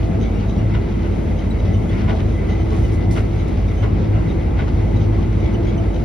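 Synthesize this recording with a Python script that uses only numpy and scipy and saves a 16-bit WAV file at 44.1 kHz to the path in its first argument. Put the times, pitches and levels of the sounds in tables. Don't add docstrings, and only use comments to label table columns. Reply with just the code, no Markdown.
import sys
import numpy as np
from scipy import signal
from scipy.fft import rfft, irfft, next_fast_len
from scipy.io import wavfile
from scipy.ndimage import uniform_filter1d, map_coordinates

SR = 44100
rng = np.random.default_rng(int(sys.argv[2]) if len(sys.argv) > 2 else 0)


def master(y):
    cut = np.clip(np.atleast_2d(y).T, -1, 1)
    pcm = np.round(cut * 32767)
    wavfile.write(sys.argv[1], SR, pcm.astype(np.int16))


N = 266716
CONTACT_S = .00091


def amp(db):
    return 10 ** (np.asarray(db) / 20)


def unit(x):
    return x / np.sqrt(np.mean(x ** 2) + 1e-20)


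def clock():
    return np.arange(N) / SR


def along(points, hz):
    freqs, values = np.transpose(points)
    return np.interp(np.log(hz + 1), np.log(freqs + 1), values)


def curve(points):
    return np.interp(clock(), *np.transpose(points))


def wobble(rate):
    coarse = clock()[::32]
    knots = rng.standard_normal(4096)
    return np.interp(clock(), coarse, map_coordinates(knots, [coarse * rate], mode="wrap"))


def filtered(x, response):
    size = next_fast_len(N + 8192, True)
    return irfft(rfft(x, size) * response(np.fft.rfftfreq(size, 1 / SR)), size)[..., :N]


def cab_noise(gain):
    # frequency in Hz, side over mid in dB.
    width = [(60, -28.5), (97, -32), (160, -19), (260, -1.5), (420, -4.5), (680, -1), (1100, 1), (1790, -4),
             (2910, -5), (4730, -11), (7690, 14.5), (12500, -26.5)]
    # frequency in Hz, left over right in dB.
    lean = [(60, -2.5), (110, 3), (200, 0.5), (360, 2), (640, 0.5), (1160, 1), (2110, 2.5), (3810, 5),
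            (6900, 0), (12500, 0.5)]

    def mid_side_gain(hz):
        spread = amp(along(width, hz))
        return gain(hz) * np.array([np.ones_like(hz), spread]) / np.hypot(1, spread)

    mid, side = filtered(rng.standard_normal((2, N)), mid_side_gain)
    left_right = np.array([mid + side, mid - side])
    return unit(filtered(left_right, lambda hz: amp(np.outer([.5, -.5], along(lean, hz)))))


def shaped(spectrum):
    return cab_noise(lambda hz: amp(along(spectrum, hz)))


def resonances(modes, hz):
    return sum(amp(db) / (1 + (2 * (hz - centre) / width) ** 2) for centre, width, db in modes)


def ringing(modes):
    return cab_noise(lambda hz: resonances(modes, hz))


def patchy(x, depth_db):
    spectra = signal.stft(x, nperseg=1024)[2]
    patches = rng.standard_normal(spectra.shape[1:])
    patches = uniform_filter1d(uniform_filter1d(patches, 5, axis=0), 9, axis=1)
    return unit(signal.istft(spectra * amp(depth_db * unit(patches)), nperseg=1024)[1][:, :N])


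def tone(phase, db, lean_db, lead):
    sides = np.array([[.5], [-.5]])
    start_phase = rng.uniform(0, 2 * np.pi)
    return np.sqrt(2) * amp(db + sides * lean_db) * np.sin(phase + sides * lead + start_phase)


def spin(hz, drift):
    return 2 * np.pi * np.cumsum(hz * (1 + drift * wobble(1.912))) / SR


def swell(t, length):
    u = np.clip(t / length * 2, -6, 60)
    return np.exp((1 - u - np.exp(-u)) / 2)


def bursts(rows):
    t = clock()[::16]
    power = sum((amp(db) * swell(t - s, length)) ** 2 for s, db, length in rows)
    return np.interp(clock(), t, np.sqrt(power))


def placed(sound, start_s):
    start = max(0, round(start_s * SR))
    out = np.zeros((2, N + SR))
    out[:, start:start + sound.shape[1]] = sound
    return out[:, :N]


def vents():
    # frequency in Hz, relative level in dB.
    hiss = [(1000, -27), (3000, 4.5), (4500, -6.5), (6200, 0), (7500, -6.5), (9500, -8.5), (11500, -14),
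            (12800, -20), (15000, -51)]
    return amp(-53.5 + 1.1 * wobble(4.77)) * shaped(hiss)


def ticks(count=150, loudest_db=-45.5, spread_db=8, t60_s=.04, low_hz=2100, high_hz=4000):
    t = np.arange(SR // 25) / SR
    out = np.zeros((2, N + len(t)))
    envelope = amp(-60 * t / t60_s) * (1 - np.exp(-t / CONTACT_S))
    for when, pitch, softness, side in rng.uniform(0, 1, (count, 4)):
        hz = low_hz + pitch * (high_hz - low_hz)
        ring = tone(2 * np.pi * hz * t, loudest_db - spread_db * softness, 2, np.pi * (side - .5))
        start = int(when * N)
        out[:, start:start + len(t)] += envelope * ring
    return out[:, :N]


def tine_rattle(peak_s, db, length, hz, scatter_db=1.5, grain_db=3.5, side_db=-6, lean_db=3.5):
    # multiple of the pitch, width in Hz, relative level in dB.
    tine_modes = [(.8, 453, 3.5), (1, 250, 5), (1.31, 490, -7), (1.6, 445, -4), (1.73, 247, -16)]
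    t = np.arange(SR // 4) / SR
    rise_s = 2 * length
    modes = [(k * hz, width, level + scatter_db * rng.standard_normal())
             for k, width, level in tine_modes]
    response = resonances(modes, np.fft.rfftfreq(len(t), 1 / SR))
    mid, side = unit(irfft(rfft(rng.standard_normal((2, len(t)))) * response, len(t)))
    contacts = np.interp(t, np.arange(75) / 300, rng.standard_normal(75))
    sides = np.array([[1], [-1]])
    steel = (mid + sides * amp(side_db) * side) * amp(sides * lean_db / 2)
    chatter = unit(amp(grain_db * contacts) * steel)
    return placed(amp(db) * swell(t - rise_s, length) * chatter, peak_s - rise_s)


def pivot_squeak(peak_s, db, length, hz, glide, roughness=.017, bite_s=.007, grain_db=3):
    # harmonic number, relative level in dB, left lead in radians.
    partials = [(1, 0, 1.5), (2, -10.5, 0.14), (3, -15.5, 0.96)]
    glass_hz, glass_loss_db = 6540, 7
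    t = np.arange(SR // 6) / SR
    rise_s = 3 * length
    slips, grip = (np.interp(t, np.arange(150) / 900, row) for row in rng.standard_normal((2, 150)))
    phase = 2 * np.pi * np.cumsum(hz * (1 + roughness * slips + glide * (t - rise_s))) / SR
    note = 0
    for k, partial_db, lead in partials:
        envelope = swell(t - rise_s + bite_s * (k > 1), length)
        level_db = db + partial_db - glass_loss_db * (k * hz > glass_hz)
        note += envelope * tone(k * phase, level_db, 2, lead)
    return placed(note * unit(amp(grain_db * grip)), peak_s - rise_s)


def reel():
    # peak time in seconds, level in dB, length in seconds, pitch in Hz.
    rattles = [(0.234, -46.5, 0.04, 3800), (0.502, -47, 0.027, 3830), (1.386, -44, 0.028, 3830),
               (1.597, -47.5, .012, 3760), (1.741, -50, .025, 3620), (2.343, -52.5, 0.024, 3800),
               (2.509, -44.5, 0.029, 3830), (2.707, -47, 0.03, 3950), (3.399, -46, 0.024, 3900),
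               (3.692, -45, 0.015, 3660), (4.301, -47, 0.019, 3770), (4.962, -46, 0.016, 3860),
               (5.018, -47.5, .02, 3810), (5.331, -50, 0.011, 3730), (5.411, -49, .035, 3750),
               (5.95, -49, .025, 3830)]
    # peak time in seconds, pitch in Hz, level in dB, length in seconds,
    # glide as a share of the pitch per second.
    squeaks = [(0.362, 2800, -48, 0.02, .5), (0.596, 2880, -45.5, 0.016, 0),
               (1.514, 3910, -42, 0.0078, -0.87), (1.748, 3010, -44.5, .012, 0),
               (1.897, 3390, -44.5, 0.009, 0.23), (2.168, 3880, -50, .011, 0),
               (2.603, 3100, -48, 0.015, -0.66), (2.85, 3000, -46, 0.017, -1.5),
               (3.8, 3090, -45.5, 0.026, 0.43), (5.464, 3300, -51, .018, 0.26),
               (5.55, 2970, -42, 0.0098, 0.039), (5.688, 3270, -47, 0.017, .8),
               (5.786, 3010, -42.5, 0.009, -0.58)]
    tines = sum(tine_rattle(*row) for row in rattles)
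    return tines + sum(pivot_squeak(s, db, length, hz, glide) for s, hz, db, length, glide in squeaks)


def header_knocks(pivot_hz=1500, detune=.005):
    # start in seconds, level in dB, weight in dB per octave below pivot_hz.
    knocks = [(.746, -40.5, -6), (2.085, -35.5, 6), (2.094, -33, -0.5), (2.107, -34.5, 3), (2.124, -35, 4),
              (2.138, -41.5, 9), (3.17, -42, 1), (3.836, -42, 0), (4.591, -32, -1.5), (4.6, -34, -1)]
    # mode frequency in Hz, relative level in dB, seconds to fall by 60 dB.
    sheet_modes = [(651, -2, 0.14), (766, -5.5, 0.17), (867, -8, .12), (1040, -8, 0.051), (1475, 1, 0.05),
                   (1993, -2.5, 0.055), (2134, -1, 0.044), (2580, -7.5, .04), (3180, -9, 0.029),
                   (3770, -11, .05)]
    t = np.arange(SR // 4) / SR
    onset = 1 - np.exp(-t / CONTACT_S)
    out = np.zeros((2, N))
    for start_s, db, weight_db in knocks:
        ring = 0
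        for hz, mode_db, t60 in sheet_modes:
            struck_hz = hz * (1 + detune * rng.standard_normal())
            level_db = mode_db + weight_db * np.log2(pivot_hz / hz)
            ring += tone(2 * np.pi * struck_hz * t, level_db, 1.5, rng.normal(0, .72)) * amp(-60 * t / t60)
        out += placed(amp(db) * onset * ring, start_s)
    return out


def stalks():
    # peak time in seconds, relative level in dB, length in seconds, trough over snap in dB.
    crunches = [(0.753, -33.5, 0.02, 0), (1.058, -42, 0.025, 3), (1.98, -38.5, 0.1, -2.5),
                (2.083, -34, 0.0089, 1), (2.099, -28, 0.014, -9), (2.199, -33.5, 0.015, -18),
                (2.498, -37, 0.013, -4), (2.74, -39.5, 0.051, -9), (3.174, -28.5, 0.021, -4.5),
                (3.838, -33.5, 0.022, 0), (4.162, -45.5, 0.044, 6.5), (4.596, -32, 0.023, -11),
                (4.63, -41, .014, -9), (4.682, -39, .012, 1)]
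    # peak time in seconds, relative level in dB, length in seconds.
    scrapes = [(.26, -42, 0.032), (1.95, -44, 0.031), (2.205, -53, .014), (3.38, -44, 0.062),
               (3.71, -42.5, 0.029), (5.45, -39.5, 0.036), (5.69, -46.5, 0.064)]
    swishes = [(2.77, -51.5, 0.079), (2.85, -54, 0.05), (2.935, -48, 0.024), (3.122, -41.5, 0.02),
               (3.17, -45, 0.033), (3.484, -50.5, 0.009)]
    thuds = [(2.108, -36, 0.021), (2.15, -40, 0.047), (2.728, -32, 0.02), (3.18, -33, 0.0083),
             (3.85, -33.5, 0.015), (4.625, -38, 0.019), (5.19, -35.5, 0.018)]
    # frequency in Hz, relative level in dB.
    snap_spectrum = [(100, -31), (700, 10.5), (1400, 2.5), (2100, 3.5), (3200, -1.5), (4500, -13),
                     (6000, -14.5), (8000, -25.5), (12000, -38), (16000, -67)]
    leaf_spectrum = [(300, -55), (1500, -28), (3500, 5.5), (6000, 6), (8000, 4), (10500, -3), (12500, -11),
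                     (15500, -24.5)]
    small_stem_spectrum = [(800, -25.5), (1800, -1), (3000, 1.5), (4500, -5), (6200, -8), (8000, -34.5),
                           (14000, -49)]
    # centre in Hz, width in Hz, relative level in dB.
    trough_modes = [(798, 130, -8.5), (1000, 70, 8.5), (1417, 154, 4.5), (1990, 170, 0.5), (2184, 48, 2),
                    (2860, 230, -5.5)]
    scraped_modes = [(2040, 90, 3), (2237, 130, 6.5), (2750, 200, -17), (3460, 120, -7)]
    feeder_modes = [(428, 24, 16), (630, 55, 1.5), (768, 34, 0.5), (1100, 140, 0.5)]
    snaps = [(s, db, length) for s, db, length, _ in crunches]
    rings = [(s, db + ring_db, length) for s, db, length, ring_db in crunches]
    snap = bursts(snaps) * unit(amp(1.9 * wobble(300))) * shaped(snap_spectrum)
    trough = bursts(rings) * ringing(trough_modes)
    stick_slip = unit(amp(-.5 * wobble(200)))
    scrape = bursts(scrapes) * stick_slip * ringing(scraped_modes)
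    swish = bursts(swishes) * unit(amp(1.5 * wobble(440))) * shaped(leaf_spectrum)
    grainy_clumps = unit(amp(4 * wobble(22) + 2.5 * wobble(350)))
    crackle = grainy_clumps * shaped(small_stem_spectrum)
    thud = bursts(thuds) * ringing(feeder_modes)
    return amp(-1) * (snap + trough) + scrape + swish + amp(-52.5) * crackle + amp(5) * thud


def belt(groan_hz=406):
    # peak time in seconds, level in dB, length in seconds.
    groans = [(.81, -32.5, 0.081), (2.16, -41, .05), (2.48, -35, .06)]
    phase = spin(groan_hz, drift=.008) + .4 * wobble(20)
    return bursts(groans) * tone(phase, 0, 0, .5)


def gearbox(mesh_hz=2030, jitter_rad=.72, flutter_db=3, flicker_db=3):
    # time in seconds, level of the whine in dB.
    gear_load = [(0, -57), (.5, -59.5), (.65, -49), (1.3, -54), (1.6, -48.5), (2.0, -52.5), (2.25, -56),
                 (2.4, -47), (2.58, -45.5), (2.72, -51), (2.98, -47), (3.1, -51), (3.55, -52.5),
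                 (3.95, -59), (4.22, -47), (4.65, -55), (4.85, -45), (5.2, -55), (6.05, -54.5)]
    # centre in Hz, width in Hz, relative level in dB.
    casing_modes = [(2060, 230, -4.5), (2210, 92, 0)]
    load_db = curve(gear_load)
    mesh = spin(mesh_hz, drift=.0017) + jitter_rad * wobble(140)
    flutter = unit(amp(flutter_db * wobble(110) + flicker_db * wobble(24)))
    whine = tone(mesh, 0, .91, -.5) * amp(load_db) * flutter
    casing_db = -55.5 + .5 * (load_db - load_db.mean()) + 2.4 * wobble(14)
    return whine + amp(casing_db) * ringing(casing_modes)


def drives():
    # pitch in Hz, waver rate in Hz, relative level in dB, left over right in dB,
    # left lead in radians.
    whines = [(76.4, 1, -32, -1, -.1), (232, 1, -39, 6, -.2), (269, 1, -41, 4, -.6),
              (297, 1.5, -44.5, -7, -1.2), (317, 1, -40.5, 1, .8), (380, 1.5, -45.5, 0, .6),
              (435, 1, -43.5, -4, .7), (464, 2, -47, 3, -1.4), (504, 4, -46.5, -2, -.9),
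              (549, 1, -51.5, -2, .5), (761, 3, -50.5, 1, 3.1), (870, 3, -50.5, 4, 1.5),
              (1324, 6, -57.5, 0, .3), (3826, 70, -66, 2, .9)]
    t = clock()
    return amp(-.54) * sum(tone(2 * np.pi * hz * t + wobble(rate), db, lean, lead) * amp(wobble(6.5))
                           for hz, rate, db, lean, lead in whines)


def hydraulic_pump():
    # time in seconds, gain of the hum in dB.
    pump_load = [(0, 1.5), (.55, -8), (1.0, 6), (1.4, -0.5), (2.3, 1), (2.8, 4.5), (3.8, 1), (5.3, 6),
                 (6.05, 1)]
    # time in seconds, piston rate in Hz.
    piston_rate = [(0, 329.5), (.5, 330), (.72, 339), (1.05, 337), (1.4, 330), (2.5, 330), (2.8, 335),
                   (3.0, 333), (3.2, 339), (3.7, 330), (4.4, 330), (5.1, 338), (5.35, 330), (5.6, 339),
                   (6.05, 335)]
    # harmonic number, level before the load gain in dB, wander in dB,
    # left over right in dB, left lead in radians.
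    harmonics = [(1, -35.5, 2.5, -4.5, 1.73), (2, -54, 5.5, -1, 1.7)]
    # peak time in seconds, level of the octave in dB, length in seconds.
    strains = [(.03, -37.5, .04), (.18, -38.5, 0.088), (.48, -36.5, 0.034), (.82, -40.5, 0.067),
               (5.6, -38, 0.053), (5.8, -38, .07)]
    pistons = spin(curve(piston_rate), drift=.002) + .2 * wobble(14)
    hum = sum(tone(k * pistons, db, lean, lead) * amp(wander_db * wobble(4.11))
              for k, db, wander_db, lean, lead in harmonics)
    flicker = unit(amp(2 * wobble(18)))
    octave = bursts(strains) * flicker * tone(2 * pistons, 0, -2.3, .61)
    return amp(curve(pump_load)) * hum + octave


def crop_flow(boom_db=-23, rumble_db=-24.5, rush_db=-43.5):
    # frequency in Hz, relative level in dB.
    boom_spectrum = [(15, -21.5), (24, -20), (35, -9), (47, -4.5), (65, 5), (78, 3.5), (105, 0.5),
                     (122, -5), (145, -3.5), (250, -56.5), (500, -120)]
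    rumble_spectrum = [(30, -54.5), (70, -12), (130, -13), (170, 0), (215, 0.5), (260, -5.5), (330, -6.5),
                       (420, -8.5), (520, -13.5), (680, -14.5), (850, -19), (1200, -26.5), (1800, -47),
                       (5000, -120)]
    rush_spectrum = [(100, -57.5), (1050, 3.5), (1450, 6), (1780, 2.5), (2080, 6), (2500, 1.5),
                     (3100, -7.5), (3900, -10), (4600, -12.5), (6200, -33.5), (9000, -63.5), (14000, -95.5)]
    # peak time in seconds, level over the steady boom in dB, length in seconds.
    surges = [(.6, -1, 0.067), (3.33, -1.5, 0.084), (4.6, 4.5, 0.15)]
    boom = amp(boom_db) * np.hypot(1, bursts(surges)) * shaped(boom_spectrum)
    rumble = amp(rumble_db) * patchy(shaped(rumble_spectrum), depth_db=1.7)
    rush = amp(rush_db + 1.4 * wobble(25)) * shaped(rush_spectrum)
    return boom + rumble + rush


def threshing_drum(beat_hz=50.7):
    # harmonic number, relative level in dB, left over right in dB, left lead in radians.
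    harmonics = [(1, -22, -1, -.1), (2, -29.8, 2, -.1)]
    beat = spin(beat_hz, drift=.0024)
    waver = amp(-.16 + .16 * wobble(17))
    return waver * sum(tone(k * beat, db, lean, lead) for k, db, lean, lead in harmonics)


def engine(firing_hz=105.15, drone_db=-23.5, throb_hz=6.7, throb_db=3, flutter_db=1.5, wander_db=2):
    # time in seconds, relative load in dB.
    engine_load = [(0, -21), (.35, -22.5), (.49, -24.5), (.6, -17), (.88, -24.5), (1.12, -49),
                   (1.65, -19.5), (2.1, -21.5), (2.52, -31), (2.7, -20), (3.12, -18), (3.58, -31),
                   (3.78, -19), (4.22, -17), (4.4, -35), (4.73, -25.5), (4.83, -16), (6.05, -22)]
    # multiple of the four-stroke cycle rate,
    # level in dB, left over right in dB, left lead in radians.
    orders = [(5, -27, 2, 0), (9, -35, 7, -.1), (12, -35.5, 1, -0.071)]
    cycle = spin(firing_hz / 6, drift=.002)
    firing = 6 * cycle + .3 * wobble(30)
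    throb = np.sin(spin(throb_hz, drift=.1))
    drone = tone(firing, drone_db, 1, -.1)
    drone *= unit(amp(1.03 * curve(engine_load) + throb_db * throb + flutter_db * wobble(25)))
    return drone + sum(tone(k * cycle, db, lean, lead) * amp(wander_db * wobble(3.19))
                       for k, db, lean, lead in orders)


def scene():
    header = stalks() + header_knocks() + reel() + ticks()
    machinery = engine() + threshing_drum() + hydraulic_pump() + gearbox() + drives() + belt()
    return machinery + crop_flow() + vents() + header


def record(dry, top_hz=15700):
    return filtered(dry, lambda hz: hz < top_hz)


dry = scene()
out = record(dry)
master(out)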